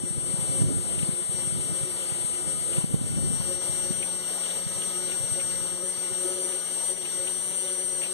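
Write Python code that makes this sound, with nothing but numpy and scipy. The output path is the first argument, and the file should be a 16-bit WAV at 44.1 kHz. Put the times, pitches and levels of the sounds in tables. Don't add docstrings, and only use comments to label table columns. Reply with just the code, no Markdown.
import sys
import numpy as np
from scipy import signal
from scipy.fft import rfft, irfft, next_fast_len
from scipy.io import wavfile
from scipy.ndimage import uniform_filter1d, minimum_filter1d, map_coordinates

SR = 44100
rng = np.random.default_rng(int(sys.argv[2]) if len(sys.argv) > 2 else 0)


def output_pcm(signal):
    pcm = np.clip(np.atleast_2d(signal).T, -1, 1) * 32767
    wavfile.write(sys.argv[1], SR, np.round(pcm).astype(np.int16))


N = 358533

# (frequency [Hz], lag [rad])
REAR_LAG = [(900, -0.066), (1900, 0.22), (3100, 1.42), (4500, 2.26), (5400, 1.6), (6400, -0.3),
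            (7250, -1.1), (7900, -0.6), (9000, -0.13)]


def amp(db):
    return 10 ** (np.asarray(db) / 20)


def along(points, hz):
    f, values = np.transpose(points)
    return np.interp(np.log(hz + 1), np.log(f + 1), values)


def curves(rows):
    times, *columns = np.transpose(rows)
    return [np.interp(np.arange(N) / SR, times, column) for column in columns]


def wobble(rate):
    steps = np.arange(0, N + 32, 32)
    knots = rng.standard_normal(int(N * 200 / SR) + 8)
    return np.interp(np.arange(N), steps, map_coordinates(knots, [steps * rate / SR]))


def filtered(x, response):
    size = next_fast_len(N + SR // 2)
    return irfft(rfft(x, size) * response(np.fft.rfftfreq(size, 1 / SR)), size)[..., :N]


def patchy_noise(depth_db):
    spectra = signal.stft(rng.standard_normal((2, N)), nperseg=512)[2]
    patches = uniform_filter1d(rng.standard_normal(spectra.shape[1:]), size=6, axis=0)
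    patches = uniform_filter1d(patches, size=10, axis=1)
    return signal.istft(spectra * amp(depth_db * patches / patches.std()), nperseg=512)[1][:, :N]


def shaft_tones(turns, commutator_db, whine_db):
    # (shaft order, front level [dB], rear minus front [dB], front lead [rad])
    harmonics = [(1, -48.5, -3, -0.4), (2, -46.5, -5, 0.06), (3, -52.5, -7, 0), (5, -63, -8, 3.5),
                 (6, -67, -19, -2.5), (7, -62.5, -0.5, 2), (8, -67.5, 1, 0), (9, -75.5, 5.5, -0.5),
                 (11, -67.5, 0.5, 1.5), (16, -64.5, 5, 1.5), (17, -63, -12, 5.5), (22, -69, -2, 1.5),
                 (24, -64.5, -3, 0.1), (32, -50, -4, 1.5), (33, -66, -4, 1.6), (45, -65, -14, 11),
                 (46, -47.5, -3, 3.5), (47, -28.5, -10.5, 1.85), (48, -51.5, -10, 5), (49, -88, -17, -5)]
    # (time [s], relative level [dB])
    unbalance = [(0, -1), (1.5, -1), (3.0, -3), (4.1, 3.5), (5.0, 5), (6.1, 3), (6.6, 0.5), (8.13, 1)]
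    # (time [s], relative level of order 2 [dB], of order 3 [dB])
    hum = [(0.0, -52, -58), (0.04, -52.5, -56), (0.27, -48, -59.5), (0.52, -50, -47.5), (0.68, -41, -46),
           (0.74, -57, -64), (0.81, -48, -58.5), (1.13, -50, -53), (1.2, -42, -51), (1.27, -59, -73),
           (1.33, -46.5, -51.5), (1.54, -50.5, -61), (1.81, -47, -53), (2.22, -48, -58.5), (2.26, -60, -81),
           (2.42, -41.5, -49), (2.58, -53, -58), (2.78, -44.5, -47), (3.1, -64, -64), (3.26, -41.5, -53),
           (3.35, -64, -63), (3.51, -43, -43), (3.71, -51, -54), (3.92, -42, -51), (3.96, -64, -61),
           (4.01, -49.5, -48), (4.35, -50, -60), (4.44, -60, -55.5), (5.14, -44, -54.5), (5.21, -50, -46),
           (5.34, -50, -56), (5.39, -44, -41), (5.43, -52.5, -55.5), (5.82, -46, -50.5), (5.86, -35.5, -38),
           (5.93, -54, -61), (6.14, -44, -49), (6.18, -50, -54.5), (6.25, -40.5, -41.5), (6.54, -45.5, -51),
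           (6.59, -54, -55), (6.86, -53, -58), (6.9, -44, -45), (6.97, -55, -61), (7.29, -46, -51),
           (7.31, -50.5, -61), (7.74, -45.5, -47.5), (8.13, -48, -54)]
    # (time [s], relative level of order 7 [dB], of order 8 [dB])
    brushes = [(0.0, -67, -68), (0.34, -64.5, -63), (2.62, -59.5, -62.5), (2.83, -60, -59),
               (2.87, -74, -66), (3.06, -63, -62), (4.5, -63, -59), (4.75, -56, -76), (4.96, -52, -60),
               (5.07, -70, -57), (5.82, -56.5, -62.5), (5.91, -66, -69), (5.98, -64, -61), (6.29, -55, -58),
               (6.38, -58, -62), (6.61, -64, -59), (7.06, -63, -70), (7.18, -59, -58), (7.38, -66, -66),
               (8.13, -65, -60.5)]
    hum_db = curves(hum) - 2 * wobble(rate=14) ** 2
    low_order_db = dict(zip((1, 2, 3, 7, 8), (*curves(unbalance), *hum_db, *curves(brushes))))
    out = np.zeros((2, N))
    for order, db, rear_db, lead in harmonics:
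        swell_db = low_order_db.get(order, commutator_db if order < 40 else whine_db)
        flutter_db = (.8 if order == 1 else 3 if order < 4 else 2.5 if order < 30 else 1.1) * wobble(42)
        jitter = (.1 if order == 1 else .55 if order < 4 else .35) * wobble(40)
        phase = 2 * np.pi * order * turns + jitter + rng.uniform(0, 2 * np.pi)
        peak = np.sqrt(2) * amp(db + swell_db - swell_db.mean() + flutter_db)
        out += peak * np.array([np.sin(phase), amp(rear_db) * np.sin(phase - lead)])
    return out


def churn(turns, swell_db, treble_db, level_db=-39.5):
    # (frequency [Hz], relative density [dB])
    spectrum = [(60, -11.5), (250, -1), (450, 8), (900, -0.5), (1700, -10), (2150, -2.5), (2330, -1.5),
                (2480, -5.5), (2700, 2), (2950, 3), (3300, -0.5), (3550, -1), (3800, -2.5), (3950, -1),
                (4150, -5), (4600, 0.5), (5000, -17), (5600, -6.5), (6650, -9.5), (7300, -2), (7500, -2.5),
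                (8300, 4), (9100, -10), (10500, 5), (11700, -1), (12250, -7), (12700, 0), (13700, -23),
                (14700, -34), (15500, -20)]
    # (frequency [Hz], rear minus front [dB])
    shading = [(200, 8.5), (900, -13), (2100, 3), (2600, -6.5), (3100, -2), (3800, -3), (4500, -2.5),
               (5800, -0.5), (7500, 3), (9500, 5), (11200, -8.5), (13000, -1)]
    # (frequency [Hz], correlation before clipping [ratio])
    correlation = [(200, 1), (1500, 0.59), (2200, 0.3), (3100, 0.76), (3800, -0.048), (4500, 0.61),
                   (5600, 0.34), (7500, 0.47), (11500, 0.075), (12700, -1.04), (14000, 0.2), (15000, -0.82)]
    shade = lambda hz: amp(along(shading, hz))
    alike = lambda hz: np.clip(along(correlation, hz), -.99, .99)
    pulse = 1 + 0.063 * np.sin(2 * np.pi * turns) + 0.13 * np.sin(4 * np.pi * turns)
    front, other = filtered(patchy_noise(depth_db=1.5) * pulse, lambda hz: amp(along(spectrum, hz)))
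    coherent = filtered(front, lambda hz: shade(hz) * alike(hz) * np.exp(-1j * along(REAR_LAG, hz)))
    incoherent = filtered(other, lambda hz: shade(hz) * np.sqrt(1 - alike(hz) ** 2))
    ports = np.array([front, coherent + incoherent]) / front.std()
    treble = filtered(ports, lambda hz: hz > 5000)
    shelved = ports - treble + amp(treble_db) * treble
    return amp(level_db + swell_db - swell_db.mean() + 0.25 * wobble(6.8)) * shelved


def pump(blades=47, wander_hz=16):
    # (time [s], blade-passing frequency [Hz])
    speed = [(0.0, 8367), (0.07, 8435), (0.22, 8349), (0.32, 8416), (0.63, 8424), (0.74, 8358),
             (1.31, 8364), (1.36, 8455), (1.45, 8458), (1.49, 8360), (1.81, 8428), (2.17, 8360),
             (2.38, 8368), (2.49, 8435), (2.62, 8348), (3.6, 8510), (3.67, 8451), (4.05, 8590),
             (4.23, 8465), (4.78, 8541), (5.21, 8486), (5.25, 8548), (5.8, 8494), (5.86, 8621),
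             (6.11, 8454), (6.29, 8625), (6.41, 8675), (6.61, 8552), (6.93, 8592), (7.11, 8529),
             (7.54, 8645), (7.9, 8617), (8.06, 8528), (8.13, 8559)]
    # (time [s], relative whine level [dB], relative churn level [dB])
    levels = [(0.0, -40, -58), (0.09, -38, -57.5), (0.16, -39, -57), (0.31, -35, -53.5), (0.34, -36, -55.5),
              (0.41, -36.5, -52.5), (0.62, -33.5, -52.5), (0.63, -36, -53.5), (1.09, -34, -51.5),
              (1.27, -36.5, -54), (1.36, -35, -53), (1.63, -37, -53.5), (1.71, -36.5, -53.5),
              (1.78, -36, -52.5), (1.9, -38.5, -53), (2.26, -35, -52), (2.44, -37.5, -53.5),
              (2.51, -34.5, -53.5), (2.56, -37, -53.5), (2.81, -34.5, -50.5), (2.87, -39.5, -55.5),
              (3.0, -38, -52), (3.2, -36.5, -55), (3.54, -36, -51), (3.6, -37.5, -56.5), (3.62, -35.5, -51),
              (3.8, -35, -51.5), (4.26, -39, -53.5), (4.28, -36.5, -51.5), (4.59, -37.5, -50),
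              (4.63, -40, -53.5), (4.76, -37.5, -51), (5.36, -35, -52), (5.62, -36.5, -52),
              (5.81, -39.5, -54.5), (5.85, -35.5, -54.5), (5.99, -38.5, -53), (6.29, -35, -51.5),
              (6.37, -37.5, -53.5), (6.48, -35, -51.5), (6.6, -38.5, -52.5), (6.91, -33.5, -51.5),
              (6.95, -40.5, -57.5), (6.98, -38.5, -54), (7.0, -36.5, -58), (7.03, -39, -53),
              (7.07, -39.5, -53), (7.15, -37, -51.5), (7.98, -35, -55), (8.03, -35.5, -52),
              (8.1, -38.5, -53.5), (8.13, -38, -53.5)]
    blade_hz = curves(speed)[0] + wander_hz * wobble(rate=28)
    turns = np.cumsum(blade_hz / blades) / SR
    excess_hz = blade_hz - blade_hz.mean()
    whine_db, churn_db = curves(levels)
    commutator_db = 0.61 * whine_db + 0.06 * np.minimum(excess_hz, 0)
    tones = shaft_tones(turns, commutator_db, whine_db)
    return tones + churn(turns, churn_db, treble_db=0.004 * excess_hz)


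def wind(gust_db=5):
    # (time [s], level [dB])
    strength = [(0.1, -42), (0.45, -35.5), (0.68, -27.5), (0.85, -39.5), (1.1, -41.5), (1.25, -41),
                (1.4, -38.5), (1.65, -48), (1.9, -42.5), (2.2, -44.5), (2.45, -40), (2.65, -41.5),
                (2.95, -27.5), (3.08, -35), (3.3, -36), (3.65, -45.5), (3.9, -42), (4.35, -56),
                (4.65, -39.5), (5, -45), (5.3, -41.5), (5.7, -51), (6.0, -57), (6.15, -52), (6.6, -59),
                (7.4, -58), (8.1, -55.5)]
    # (frequency [Hz], relative density [dB])
    spectrum = [(20, -41), (50, 3), (110, 3.5), (180, 0.5), (300, -6), (600, -21.5), (1200, -47.5)]
    # (time [s], level [dB], frequency [Hz], port [0 front, 1 rear])
    large_eddies = [(0.039, -18.2, 208, 1), (0.111, -21, 150, 1), (0.183, -22, 129, 0),
                    (0.342, -18, 160, 0), (0.391, -20, 149, 1), (0.429, -22, 134, 0),
                    (0.498, -18.5, 147, 1), (0.561, -23, 112, 1), (0.593, -22, 140, 0),
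                    (0.62, -9.8, 105, 1), (0.649, -17.2, 143, 1), (0.668, -15, 105, 0),
                    (0.688, -15.5, 125, 0), (0.703, -19, 120, 1), (0.982, -18.9, 151, 1),
                    (1.033, -15.1, 142, 0), (1.092, -13.7, 152, 0), (1.134, -23, 145, 0),
                    (1.297, -21, 139, 1), (1.349, -21.5, 145, 1), (1.477, -21, 150, 1),
                    (1.528, -21, 153, 0), (1.553, -23.5, 142, 1), (1.577, -23, 130, 0),
                    (1.598, -21.5, 148, 1), (1.698, -24.5, 132, 0), (1.815, -24.5, 121, 0),
                    (1.837, -18.5, 132, 1), (2.124, -24, 146, 1), (2.249, -25, 152, 0),
                    (2.477, -24, 164, 1), (2.786, -16.6, 134, 0), (2.786, -16.6, 134, 1),
                    (2.844, -11.7, 148, 0), (2.944, -8, 120, 1), (3.015, -17, 180, 1),
                    (3.044, -17.1, 119, 1), (3.105, -21.5, 132, 1), (3.134, -19, 115, 1),
                    (3.185, -17.6, 168, 1), (3.242, -22, 124, 0), (3.28, -19, 135, 1),
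                    (3.305, -16.4, 170, 0), (3.336, -21, 138, 1), (3.404, -18.3, 142, 0),
                    (3.699, -20.6, 143, 1), (3.909, -16.7, 169, 0), (4.668, -21.5, 153, 1),
                    (5.21, -22.5, 127, 1), (5.241, -24, 112, 0), (5.323, -22, 112, 1)]
    strength_db, = curves(strength)
    lumps = amp(3.24 * np.array([wobble(45), wobble(45)]))
    rumble = filtered(lumps * rng.standard_normal((2, N)), lambda hz: amp(along(spectrum, hz)))
    rumble /= np.sqrt(np.mean(rumble ** 2, axis=-1, keepdims=True))
    gusts = amp(strength_db + gust_db * np.array([wobble(4), wobble(4.14)]))
    out = np.pad(gusts * rumble, ((0, 0), (SR, SR)))
    half = SR // 30
    t = np.arange(-half, half) / SR
    for time, db, hz, port in large_eddies + small_eddies(strength_db):
        cycles = t * hz
        snap = np.clip(.06 * (db + 20), 0, 1)
        phase = 2 * np.pi * cycles + snap * np.tanh(14 * cycles) + rng.normal(0, 0.29)
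        thump = (-1) ** round(port) * np.exp(-(cycles / .75) ** 2) * np.sin(phase)
        out[round(port), SR + round(time * SR) - half:][:len(t)] += amp(db) * thump
    return filtered(out[:, SR:-SR], lambda hz: hz ** 2 / (hz ** 2 + 45 ** 2))


def small_eddies(strength_db, count=30, ceiling_db=-29.5, centre_hz=129):
    when, weakness, pitch, port = rng.random((count, 4)).T
    db = np.minimum(strength_db[(when * N).astype(int)] + 22.5, ceiling_db) - 3 * weakness
    return list(zip(when * N / SR, db, centre_hz * 2 ** (pitch - .5), port))


def rattles(width_hz=770, rear_db=2, correlation=0.73, attack_s=0.0023):
    # (time [s], excitation level [dB], resonance [Hz], time to decay by 60 dB [s])
    bursts = [(0.609, -41, 2700, 0.058), (0.987, -28, 2700, 0.055), (1.023, -29, 2700, .06),
              (1.6071, -35, 2700, .06), (2.09, -31, 2600, .06), (2.7287, -29, 2820, 0.055),
              (2.763, -31, 2700, .06), (4.023, -26, 2600, .08), (4.392, -46, 2900, 0.066),
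              (4.43, -36, 3140, 0.13), (4.454, -32, 2920, .1), (4.5, -36, 3300, .15),
              (4.5645, -37, 3020, .06), (4.817, -24, 3000, 0.04), (4.834, -31, 2800, 0.035),
              (5.085, -35, 2750, 0.081), (5.1116, -28, 2670, 0.071), (5.13, -40, 2480, 0.097),
              (5.396, -31, 2470, 0.12), (5.5072, -35, 2800, .05), (6.52, -33, 2600, .1),
              (6.9681, -38, 2830, 0.065), (7.05, -32, 2600, 0.1), (7.231, -39, 2700, 0.14),
              (7.2686, -28, 2760, 0.079), (8.013, -30, 2600, 0.094), (8.029, -29, 2630, 0.17)]
    t = np.arange(SR // 8) / SR
    f = np.fft.rfftfreq(len(t), 1 / SR)
    port_delay = np.exp(-1j * np.outer([0, 1], along(REAR_LAG, f)))
    out = np.zeros((2, N + SR))
    for time, db, hz, t60 in bursts:
        envelope = amp(db - 60 * t / t60) * (1 - np.exp(-t / attack_s))
        front, other = envelope * rng.standard_normal((2, len(t)))
        rear = amp(rear_db) * (correlation * front + np.sqrt(1 - correlation ** 2) * other)
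        resonance = 1j * f * width_hz / (hz ** 2 - f ** 2 + 1j * f * width_hz)
        ringing = irfft(rfft([front, rear]) * 3 * resonance ** 2 * port_delay, len(t))
        out[:, round(time * SR):][:, :len(t)] += ringing
    return out[:, :N]


def faint_tones(fade_s=.02):
    # (time [s], duration [s], frequency [Hz], level [dB])
    notes = [(6.35, .04, 1222, -55), (6.437, 0.28, 1217, -61)]
    t = np.arange(N) / SR
    out = np.zeros(N)
    for start, length, hz, db in notes:
        gate = np.clip(np.minimum(t - start, start + length - t) / fade_s, 0, 1)
        out += amp(db) * gate * np.sin(2 * np.pi * hz * t)
    return out


def scene():
    return pump() + rattles() + wind() + faint_tones()


def limiter(x, threshold_db=-13, strength=.7, hold_s=.1, release_s=.12):
    over_db = np.maximum(20 * np.log10(np.abs(x).max(axis=0) + 1e-9) - threshold_db, 0)
    hold = int(hold_s * SR)
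    held_db = -minimum_filter1d(-over_db, hold, origin=(hold - 1) // 2)
    pole = np.exp(-1 / (release_s * SR))
    released_db = np.maximum(held_db, signal.lfilter([1 - pole], [1, -pole], held_db))
    smoothed_db = uniform_filter1d(np.roll(released_db, 500), size=400)
    return x * amp(-strength * smoothed_db)


def record(dry, top_hz=15550):
    half_cycle_hz = [0, 1280, 2550, 3850, 5050, 6450, 7800, 9200, 10600, 12100, 13100, 14000, 15300, 16500]
    # (frequency [Hz], gain [ratio])
    cross_gain = [(40, 0.63), (150, 0.71), (300, 0.8), (1300, 1), (2550, 1), (3850, 0.78), (5050, 1),
                  (6450, 1), (7800, 0.52), (9200, 0.79), (10600, 0.73), (13100, 0.55), (14000, 0.99),
                  (15300, 0.94)]
    lag = lambda hz: np.pi * np.interp(hz, half_cycle_hz, np.arange(len(half_cycle_hz)))
    crossfeed = filtered(dry[::-1], lambda hz: along(cross_gain, hz) * np.exp(-1j * lag(hz)))
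    return filtered(limiter(dry - crossfeed), lambda hz: hz < top_hz)


dry = scene()
out = record(dry)
output_pcm(out)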